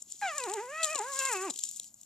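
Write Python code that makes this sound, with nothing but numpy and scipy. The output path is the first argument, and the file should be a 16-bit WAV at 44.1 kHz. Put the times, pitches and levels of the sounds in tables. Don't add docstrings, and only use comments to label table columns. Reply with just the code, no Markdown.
import sys
import numpy as np
from scipy import signal
from scipy.fft import rfft, irfft
from scipy.io import wavfile
from scipy.ndimage import uniform_filter1d

SR = 44100
rng = np.random.default_rng(int(sys.argv[2]) if len(sys.argv) > 2 else 0)


def output_pcm(signal):
    pcm = np.clip(np.atleast_2d(signal).T, -1, 1) * 32767
    wavfile.write(sys.argv[1], SR, np.round(pcm).astype(np.int16))


def volts_from_db(level):
    exponent = np.asarray(level, float) / 20
    return 10 ** exponent


N = 90404


def on_log(table, hz):
    table = np.array(table)
    return np.interp(np.log(np.maximum(hz, 1)), np.log(table[:, 0]), table[:, 1])


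def colour(x, table):
    log_gain = on_log(table, np.arange(1025) * SR / 2048) * np.log(10) / 20
    cepstrum = irfft(log_gain)
    cepstrum[1:1024] *= 2
    cepstrum[1025:] = 0
    impulse = irfft(np.exp(rfft(cepstrum)))
    return signal.fftconvolve(x, impulse[None], axes=1)[:, :N]


def band(x, lo_hz, hi_hz):
    return signal.sosfilt(signal.butter(2, [lo_hz, hi_hz], "bandpass", fs=SR, output="sos"), x)


def unit(x):
    return x / np.sqrt(np.mean(x ** 2))


def steep(x, lo_hz, hi_hz):
    return unit(band(band(x, lo_hz, hi_hz), lo_hz, hi_hz))


def walk(rate_hz):
    length = int(SR / rate_hz)
    return unit(uniform_filter1d(uniform_filter1d(rng.standard_normal(N), length), length))


# f/Hz, share common to both [0-1]
LIKENESS = [(30, .4), (100, 0.9), (1000, 0.72), (3000, 0.7), (5000, 0.58), (7000, 0.8), (14000, 0.28)]


def pair(common, left, right):
    share = np.clip(on_log(LIKENESS, np.arange(N // 2 + 1) * SR / N), 0, 1)
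    own = rfft(np.array([left, right]))
    return irfft(np.sqrt(share) * rfft(common) + np.sqrt(1 - share) * own, N)


# f/Hz, level/dB per Hz
AIR = [(25, -12.5), (100, -7), (200, -5.5), (330, -26), (700, -14.5), (2000, -29), (3500, -32.5),
       (8000, -20)]
AIR_DB = -76


def air():
    hum = colour(pair(*rng.standard_normal((3, N))), AIR)
    hum = hum / np.std(band(hum, 25, 1000))
    flutter_db = -1.5 + 1.7 * np.clip(walk(39.8), -2, 1.5)
    return volts_from_db(AIR_DB) * (hum + volts_from_db(flutter_db) * steep(rng.standard_normal(N), 175, 300))


TICK_SPREAD_DB = 3


def ticks(per_s):
    strikes = rng.random(N) < per_s / SR
    size = volts_from_db(TICK_SPREAD_DB * rng.exponential(size=N))
    return unit(strikes * rng.standard_normal(N) * size)


GRAIN_LO_HZ, GRAIN_HI_HZ, GRAIN_OCTAVES = 2680, 12000, 0.36


def scatter(x, spread_s, count=14):
    group = np.repeat(rng.integers(0, count, N // 24 + 1), 24)[:N]
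    paths = rng.standard_normal((count, 3, 400)) * np.exp(-np.arange(400) / SR / spread_s)
    paths /= np.sqrt((paths ** 2).sum(2, keepdims=True))
    spread = 2 ** GRAIN_OCTAVES
    heard = np.zeros((3, N))
    for g, hz in enumerate(np.geomspace(GRAIN_LO_HZ, GRAIN_HI_HZ, count)):
        clicks = band(x * (group == g), hz / spread, min(hz * spread, .45 * SR))
        heard += signal.fftconvolve(clicks[None], paths[g], axes=1)[:, :N] * np.sqrt(GRAIN_HI_HZ / hz)
    return pair(*heard)


def echoes(x, spread_s):
    paths = rng.standard_normal((3, 300)) * np.exp(-np.arange(300) / SR / spread_s)
    paths /= np.sqrt((paths ** 2).sum(1, keepdims=True))
    return pair(*signal.fftconvolve(x[None], paths, axes=1)[:, :N])


def loudness_scale(table):
    noise = colour(colour(rng.standard_normal((1, N)), table), RING)
    return np.std(band(noise, 5000, 10000))


# t/s, level/dB
SHUFFLE = [(0, -62.5), (0.049, -72.5), (0.108, -54), (.18, -60.5), (.215, -55.5), (0.298, -54.5),
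           (0.398, -48), (.54, -55), (0.601, -54.5), (.68, -60.5), (0.798, -56), (.85, -41), (.92, -48),
           (1.0, -49), (1.07, -51), (1.15, -42.5), (1.22, -39), (1.34, -43), (1.39, -49), (1.47, -47.5),
           (1.53, -55), (1.65, -47.5), (1.72, -51), (1.8, -56), (1.87, -58.5), (1.93, -84.5), (1.99, -71),
           (2.05, -74)]
# t/s, peak level/dB, length/s, low body level/dB, top level/dB
SHAKES = [(0.0207, -30, 0.0063, -28, -12), (0.102, -39, 0.0023, -13, -8), (0.117, -34, 0.0017, -15, -6),
          (0.1218, -27.5, 0.0017, -15, -5), (0.214, -36, 0.0045, -12, -6), (.381, -20, 0.0041, -14.5, -7.5),
          (0.401, -30, .004, -10, -10), (0.4377, -29.5, 0.0053, -2, -5), (0.497, -29.5, 0.0045, -8, -8),
          (.5172, -31, 0.0014, -28, -15), (0.5364, -24.5, 0.0065, -10, -2), (0.57, -38.5, 0.0018, -13, -19),
          (.8215, -31, .002, -18, -8), (0.831, -18.5, .012, -7, -8.5), (0.844, -20, .004, -6, -9),
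          (0.852, -25, .008, -13, 0), (0.875, -33, .004, -15, -18), (0.904, -26, 0.0039, -25, -6),
          (0.9297, -27.5, .004, -14, -7), (0.9482, -24, 0.0016, -17, -1), (0.9557, -25, 0.0067, -5, -9),
          (0.979, -27.5, .003, -11, -3), (0.9887, -24, 0.005, -12, -16), (1.014, -36, 0.0024, -18, -1),
          (1.157, -31, 0.0047, -25, -6), (1.1902, -23, 0.0045, -9, 4), (1.2511, -18.5, 0.0054, -15.5, -5),
          (1.259, -24, 0.0028, -11, -4), (1.288, -27, .004, -24, -6), (1.3145, -23, 0.0036, -17.5, -6),
          (1.325, -22.5, 0.014, -24, 0), (1.4184, -31.5, .012, -20, 2), (1.499, -26, .012, -7, -13.5),
          (1.5379, -35.5, 0.0046, -10, -3), (1.5599, -32.5, .004, -4, 0),
          (1.5893, -25.5, 0.0065, -10, -0.5), (1.6365, -20.5, 0.0048, -13.5, -3.5),
          (1.6883, -24, 0.0066, -22, -5), (1.761, -32.5, 0.016, -20, 2), (1.7972, -24, .002, -8, 2),
          (1.575, -29, .004, -17, -4),
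    (1.649, -34.5, .01, -9, -4),
    (1.712, -31, 0.0027, -22, 5),
    (1.831, -36, 0.0037, -18, -6),
    (1.8432, -36, 0.0016, -7, 4),
    (1.942, -39, 0.0028, -29, -5),
    (2.0126, -39, 0.0041, -24, 1),
    (2.032, -42.5, 0.0044, -10, -1),
]
# f/Hz, level/dB per Hz
QUILL = [(300, -46), (1200, -5), (2200, -20), (3300, -7), (5500, -4.5), (8500, -5.5), (10500, -8),
         (14000, -10.5)]
# f/Hz, level/dB per Hz
HISS = [(1000, -42), (3000, -15.5), (5500, -10), (7200, -11), (8600, -25.5), (10000, -14.5), (14000, -35)]
TICKS_PER_S, SHAKE_TICKS_PER_S = 7000, 9000
RUSTLE_DB, SHAKE_DB, HISS_DB, PATCHY_DB = 7, -9.5, 1, 1.5
HISS_FOLLOWS = .6
RISE_S, LEAD_DB = .0005, -2
BODY_HZ, CORE_HZ, EDGE_HZ = (1950, 5340), (5330, 9100), (9400, 21300)


def quills(t):
    s, db = np.array(SHUFFLE).T
    effort_db = np.interp(t, s, db)
    core, body, edge = np.zeros((3, N))
    dense = np.clip(ticks(SHAKE_TICKS_PER_S), -3, 3)
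    for s0, peak_db, length_s, low_db, top_db in SHAKES:
        age = t - s0
        tick = np.exp(-np.abs(age) / .0006)
        tail = np.exp(-(age / np.where(age > 0, max(length_s, .001), RISE_S)) ** 4)
        burst = volts_from_db(peak_db + SHAKE_DB) * (volts_from_db(LEAD_DB) * tick + tail) * dense
        core += burst
        body += volts_from_db(low_db + 17) * burst
        edge += volts_from_db(top_db) * burst

    patchy = volts_from_db(effort_db + RUSTLE_DB + PATCHY_DB * walk(67))
    unused = None
    parts = ((core, CORE_HZ), (body, BODY_HZ), (edge, EDGE_HZ))
    shaken = sum(band(echoes(x, 0.00072), *hz) for x, hz in parts)
    rustle = scatter(patchy * np.clip(ticks(TICKS_PER_S), -6, 6), 0.003)
    bright = colour(rustle + shaken, QUILL) / loudness_scale(QUILL)

    hiss = colour(pair(*rng.standard_normal((3, N))), HISS) / loudness_scale(HISS)
    return bright + hiss * volts_from_db(HISS_DB + HISS_FOLLOWS * (effort_db + 56.0) - 55.0)


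# t/s, level/dB, f/Hz
KNOCKS = [
    (.075, -68, 230),
    (.145, -68, 300),
    (.381, -50, 900),
    (.441, -53, 800),
    (.958, -43, 450),
    (1.503, -46, 650),
    (1.56, -68, 350),
    (1.8, -66, 550),
    (.54, -52, 900),
    (.02, -68, 300),
]


def knocks(t):
    noise = rng.standard_normal(N)
    out = np.zeros(N)
    for s0, db, hz in KNOCKS:
        out += volts_from_db(db) * np.exp(-((t - s0) / 0.0057) ** 2) * steep(noise, hz / 1.83, hz * 1.67)
    return out


LIP_S, LIP_DB = .2148, -36.5


def lip_click(t):
    puff = (t > LIP_S) * np.exp(-np.abs(t - LIP_S) / 0.0011) * rng.standard_normal(N)
    return volts_from_db(LIP_DB) * 4 * band(band(puff, 760, 2100), 780, 3800)


def resonance(f, centre_hz, width_hz):
    return 1 / (1 + (2 * (f - centre_hz) / width_hz) ** 2)


# f/Hz, width/Hz, level/dB
THROAT = [(390, 202, -5), (875, 197, 4.5), (1125, 420, 0), (1637, 150, -5.5), (1906, 406, -3.5)]
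# f/Hz, width/Hz, level/dB
UPPER = [
    (4500, 2600, -16),
]
NASAL_HZ, NASAL_WIDTH_HZ, ROOF_HZ = 2605, 860, 2830


def vocal_tract(f, nasal_db, opening):
    throat = sum(volts_from_db(db) * resonance(f, hz, width) for hz, width, db in THROAT)
    throat = throat / (1 + (f / ROOF_HZ) ** 20)
    nose = volts_from_db(nasal_db) * resonance(f, NASAL_HZ, NASAL_WIDTH_HZ) ** 2
    upper = sum(volts_from_db(db) * resonance(f, hz, width) for hz, width, db in UPPER)
    return throat + nose + opening * upper


# t/s, pitch f/Hz, level/dB, brightness/dB per octave, nasal ring level/dB
CRY = [
    [(.215, 847, -30, 2.5, -19), (.259, 772, -31, -3.5, -5.5), (.333, 566, -41.5, -1.5, -4),
     (.367, 616.4, -42.5, -5, -9), (.415, 498.3, -39.5, -5, 1), (.455, 485, -38, -8, -1),
     (.483, 347.4, -37, -7.5, 3.5), (.549, 458.4, -38, -11.5, 2), (.585, 390.5, -34.5, -3, -12)],
    [(.637, 488.5, -42, -11.5, -1), (.671, 497, -45, -6, -24), (.729, 601.5, -42, -1.5, -3),
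     (.812, 664.3, -35, -3.5, 1.5), (.883, 601, -38, -5.5, 7), (.931, 647.4, -37, -9.5, 7),
     (.979, 528.7, -40.5, -7, 9), (1.005, 404, -33, -7.5, -24)],
]
# t/s, pitch f/Hz, level/dB, brightness/dB per octave, nasal ring level/dB
CRY_END = [
    [(1.039, 466, -39, -6, -23), (1.079, 542, -41, -2.5, -34), (1.105, 559.3, -41, -2.5, -33),
     (1.143, 532.4, -41.5, -5, -9), (1.181, 548.3, -40.5, -4.5, -8), (1.217, 532, -35, 0, 3.5),
     (1.281, 536, -34.5, 0, 0.5)],
    [(1.311, 477.2, -34.5, 0.5, -13), (1.359, 376, -35, -4, 8.5), (1.39, 365.6, -39, -2.5, 2),
     (1.445, 390, -36, -3.5, -5.5), (1.463, 384.7, -36, -3.5, -22), (1.477, 347.7, -37, -5.5, 1),
     (1.501, 262.1, -43.5, -14.5, 12), (1.515, 222, -49, -15, 10)],
]
WOBBLE, WOBBLE_HZ, SHIMMER_DB, SHIMMER_HZ = 0.00597, 40.4, 3, 27.8
ATTACK_S, RELEASE_S = 0.013, 0.0072
HIGH_NOTE_HZ, OPENS_DB_PER_OCT, BRIGHTEST_DB_PER_OCT = 660, 40, 2
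BLUR_HZ, BLUR_FROM_HZ, BLUR = 260, 1700, .45
BREATH_BELOW_DB = -19


def cry(t):
    s, *controls = np.concatenate(CRY + CRY_END).T
    hz, db, slope, nasal_db = (uniform_filter1d(np.interp(t, s, c), 400) for c in controls)
    slope = uniform_filter1d(np.minimum(slope, BRIGHTEST_DB_PER_OCT), 1300)
    nasal_db = uniform_filter1d(nasal_db, 1300)
    opening = volts_from_db(OPENS_DB_PER_OCT * np.minimum(np.log2(hz / HIGH_NOTE_HZ), 0))
    f0 = hz * (1 + WOBBLE * walk(WOBBLE_HZ))
    phase = 2 * np.pi * np.cumsum(f0) / SR

    gains = []
    for k in range(1, 11):
        source = volts_from_db(slope * np.log2(k) + SHIMMER_DB * walk(SHIMMER_HZ))
        gains.append(source * vocal_tract(k * f0, nasal_db, opening))
    tone = np.zeros(N)
    for k, gain in enumerate(gains, 1):
        husky = 1 + BLUR * np.clip(k * f0 / BLUR_FROM_HZ - 1, 0, 1) * walk(BLUR_HZ)
        tone -= gain * husky * np.cos(k * phase - 0.277 * k ** 2)
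    tone /= np.sqrt((np.array(gains) ** 2).sum(0) / 2)

    breath = (1 + np.cos(phase)) * steep(rng.standard_normal(N), 1000, 3120)
    rise = np.clip((t - s[0]) / ATTACK_S, 0, 1)
    fall = np.clip((s[-1] - t) / RELEASE_S, 0, 1)
    gate = np.sin(np.pi / 2 * rise * fall) ** 2
    return (tone + volts_from_db(BREATH_BELOW_DB) * breath) * gate * volts_from_db(db)


YARD_T60_S, YARD_DB = 0.25, -16.5


def yard(voice, t):
    tail = rng.standard_normal((2, 9000)) * volts_from_db(-60 * t[:9000] / YARD_T60_S)
    tail = tail / np.sqrt((tail ** 2).sum(1, keepdims=True)) * volts_from_db(YARD_DB)
    return signal.fftconvolve(voice[None], tail, axes=1)[:, :N]


def scene():
    t = np.arange(N) / SR
    voice = cry(t) + lip_click(t)
    return voice + yard(voice, t) + quills(t) + knocks(t) + air()


# f/Hz, left minus right level/dB
PORTS = [(400, -1), (1300, 0.2), (4400, 1), (6500, 0.5), (8000, 8.5), (11000, 11), (15000, 15.5)]
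# f/Hz, level/dB
RING = [(4800, 0), (6000, 5), (7200, 18), (8300, 6.5), (9800, 1.5)]
TOP_HZ = 14120


def microphone_ports(dry):
    half = np.array(PORTS) * [1, .5]
    left = colour(dry[:1], half)
    right = colour(dry[1:], half * [1, -1])
    x = colour(np.concatenate([left, right]), RING)
    low_pass = signal.ellip(8, .3, 60, TOP_HZ, fs=SR, output="sos")
    return 0.0056 * x + signal.sosfilt(low_pass, x)


def band_limit(x):
    return signal.sosfilt(signal.butter(12, 15490, fs=SR, output="sos"), x)


def record(dry):
    mix = microphone_ports(dry)
    return band_limit(mix)


dry = scene()
out = record(dry)
output_pcm(out)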